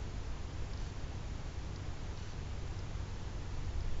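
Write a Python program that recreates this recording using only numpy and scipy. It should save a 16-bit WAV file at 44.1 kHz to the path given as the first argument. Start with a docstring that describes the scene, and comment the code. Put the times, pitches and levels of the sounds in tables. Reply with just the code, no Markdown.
"""A quiet, snowy night on a deck

An outdoor camera's microphone hears an even hiss over a low rumble of air that swells at the end.
A turning machine and the mains electricity hum faintly. Close by, a small mechanism, probably
the lens drive, ticks now and then, making its casing ring, and twice whirs briefly."""
import sys
import numpy as np
from scipy import signal
from scipy.fft import rfft, irfft
from scipy.io import wavfile

SR = 44100
rng = np.random.default_rng(int(sys.argv[2]) if len(sys.argv) > 2 else 0)


def unload_wav(signal):
    """Save mono or channel-first audio to the path in sys.argv[1] as 16-bit WAV at rate SR, clipped to [-1, 1]."""
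    wavfile.write(
        sys.argv[1],
        SR,
        np.round(np.clip(np.atleast_2d(signal).T, -1, 1) * 32767).astype(np.int16),
    )


N = 176400
TIME = np.arange(N) / SR

# Far air and microphone hiss. Each row: frequency in Hz, strength in dB per Hz.
HISS_SPECTRUM = [(60, -71.5), (130, -72), (165, -74), (220, -79), (300, -79), (430, -81.5), (550, -85.5),
                 (900, -86), (1200, -89.5), (2000, -92.5), (3200, -95.5), (5000, -98), (6900, -99),
                 (7500, -104)]
# The rumble of moving air. Each row: frequency in Hz, base strength in dB per Hz.
RUMBLE_SPECTRUM = [(4, -70), (10, -57.5), (25, -60), (38, -63), (58, -60), (78, -65.5), (110, -73.5),
                   (170, -91.5), (400, -115)]
# How the rumble ebbs and returns. Each row: time in seconds, change of level in dB.
RUMBLE_SWELL = [(0, 1), (0.6, -0.5), (1.1, -3), (2.0, 0.5), (3.0, -0.4), (4.0, 2)]
GUST_START_S, GUST_RISE_S, GUST_DB, GUST_EDGE_HZ = 3.53, 0.5, -32, 31.6

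# The machine's tones. Each row: multiple of its turning rate, average level in dB.
MACHINE_TONES = [(1, -61), (2, -49.5), (3, -57), (4, -73.5), (5, -75)]
MACHINE_HZ, MACHINE_WANDER, MACHINE_FLUTTER_DB = 47.56, 0.0033, -0.4
# Mains hum and a faint drone. Each row: pitch in Hz, average level in dB.
STEADY_TONES = [(60, -55), (120, -63.5), (485.5, -80)]

# The ticks. Each row: start in seconds, level in dB, final pitch in Hz, gain of the casing's ring in dB.
TICK_EVENTS = [(0.7343, -47.8, 3100, -6), (.7738, -49.2, 3000, -7), (1.7600, -46.5, 3300, -12),
               (2.1740, -50, 2600, -8), (2.3318, -53, 2200, -13), (2.79, -56, 3700, 9.5),
               (3.806, -52, 3400, 2)]
TICK_S, TICK_FROM_HZ = 0.0032, 6520
REBOUND_DELAY_S, REBOUND_LENGTH_S, REBOUND_DB = 0.0041, 0.0015, -4.5
CASING_HZ, CASING_WIDTH_HZ = 5200, 810

# The whirs. Each row: start in seconds, length in seconds, whine level in dB,
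# rattle level in dB compared with the whine.
WHIR_EVENTS = [(0.78, 0.13, -64, -1), (2.176, .153, -63, -5)]
# The whine's pitches. Each row: multiple of the motor's step rate, relative level in dB.
WHINE_BANDS = [(1, 2), (2, 1), (3, 1), (4, 1), (5, -8)]
MOTOR_STEP_HZ, WHINE_WIDTH_HZ, WHIR_FADE_S = 1480, 74, 0.0069
RATTLE_PER_S, RATTLE_BAND_HZ = 600, (2500, 7200)
CUTOFF_HZ = 7520


def from_db(db):
    """Turn decibels into a number to multiply by."""
    return 10 ** (np.asarray(db) / 20)


def rms_one(x):
    """Scale a sound so its average level (rms) is 1."""
    return x / np.sqrt(np.mean(x ** 2) + 1e-20)


def coloured_noise(spectrum):
    """Steady noise with the given strength at each frequency."""
    hz, db = np.transpose(spectrum)
    bins = np.maximum(np.arange(N // 2 + 1) * SR / N, 1)
    gain = from_db(np.interp(np.log(bins), np.log(hz), db))
    return irfft(rfft(rng.standard_normal(N)) * gain, N) * np.sqrt(SR / 2)


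def slow_noise(edge_hz):
    """A random wobble, mostly slower than edge_hz."""
    low_pass = signal.butter(4, edge_hz, fs=SR, output="sos")
    return rms_one(signal.sosfilt(low_pass, rng.standard_normal(N + SR))[SR:])


def resonate(x, hz, width_hz):
    """Let a sound ring at one pitch and weaken the rest."""
    r = np.exp(-np.pi * width_hz / SR)
    feedback = [1, -2 * r * np.cos(2 * np.pi * hz / SR), r * r]
    return signal.lfilter(np.array([1, 0, -1]) * (1 - r * r) / 2, feedback, x)


def tone(phase, db):
    """A pure tone that starts anywhere in its cycle."""
    return np.sqrt(2) * from_db(db) * np.sin(phase + rng.uniform(0, 2 * np.pi))


def air():
    """Moving air rumbles under the hiss, and a soft gust reaches the microphone at the end."""
    rumble = from_db(np.interp(TIME, *np.transpose(RUMBLE_SWELL))) * coloured_noise(RUMBLE_SPECTRUM)
    hiss = coloured_noise(HISS_SPECTRUM)
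    rise = np.clip((TIME - GUST_START_S) / GUST_RISE_S, 0, 1)
    gust = from_db(GUST_DB) * rise * slow_noise(GUST_EDGE_HZ)
    return hiss + rumble + gust


def hum():
    """A machine turns at a nearly even speed, beside steady mains hum and a faint drone."""
    turns_per_s = MACHINE_HZ * (1 + MACHINE_WANDER * slow_noise(edge_hz=0.96))
    angle = 2 * np.pi * np.cumsum(turns_per_s) / SR
    machine = sum(tone(round(multiple) * angle, db + MACHINE_FLUTTER_DB * slow_noise(edge_hz=1.7))
                  for multiple, db in MACHINE_TONES)
    return machine + sum(tone(2 * np.pi * hz * TIME, db) for hz, db in STEADY_TONES)


def click(start_s, length_s, end_hz):
    """A click whose highs arrive first, so its pitch falls quickly."""
    progress = np.clip((TIME - start_s) / length_s, 0, 1)
    cycles = length_s * (TICK_FROM_HZ * progress + (end_hz - TICK_FROM_HZ) * progress ** 2 / 2)
    return np.sin(np.pi * progress) * np.sin(2 * np.pi * cycles)


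def ticks():
    """The mechanism clicks, then bounces back more softly; both make its casing ring briefly."""
    out = 0
    for start, db, end_hz, ring_db in TICK_EVENTS:
        rebound = from_db(REBOUND_DB) * click(start + REBOUND_DELAY_S, REBOUND_LENGTH_S, end_hz)
        knock = click(start, TICK_S, end_hz) + rebound
        ring = from_db(ring_db) * resonate(knock, CASING_HZ, CASING_WIDTH_HZ)
        out += from_db(db) * (knock + ring)
    return out


def whirs():
    """A tiny motor runs in short bursts: its steps make a rough whine, with a fine rattle."""
    whine = 0
    for multiple, db in WHINE_BANDS:
        pitch_hz = round(multiple) * MOTOR_STEP_HZ
        whine += from_db(db) * resonate(rng.standard_normal(N), pitch_hz, WHINE_WIDTH_HZ)
    whine = rms_one(whine)
    taps = (rng.random(N) < RATTLE_PER_S / SR) * rng.standard_normal(N) + 1e-18
    band_pass = signal.butter(2, RATTLE_BAND_HZ, "band", fs=SR, output="sos")
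    rattle = rms_one(signal.sosfilt(band_pass, taps))
    out = 0
    for start, length, db, rattle_db in WHIR_EVENTS:
        running = np.clip(np.minimum(TIME - start, start + length - TIME) / WHIR_FADE_S, 0, 1)
        out += from_db(db) * running * (whine + from_db(rattle_db) * rattle)
    return out


def scene():
    """All the sounds meet at one microphone."""
    return (air() + hum() + ticks() + whirs())[None, :]


def record(dry):
    """The camera sharply cuts off the highest sounds."""
    hz = np.arange(N // 2 + 1) * SR / N
    return irfft(rfft(dry) / np.sqrt(1 + (hz / CUTOFF_HZ) ** 400), N)


dry = scene()
out = record(dry)
unload_wav(out)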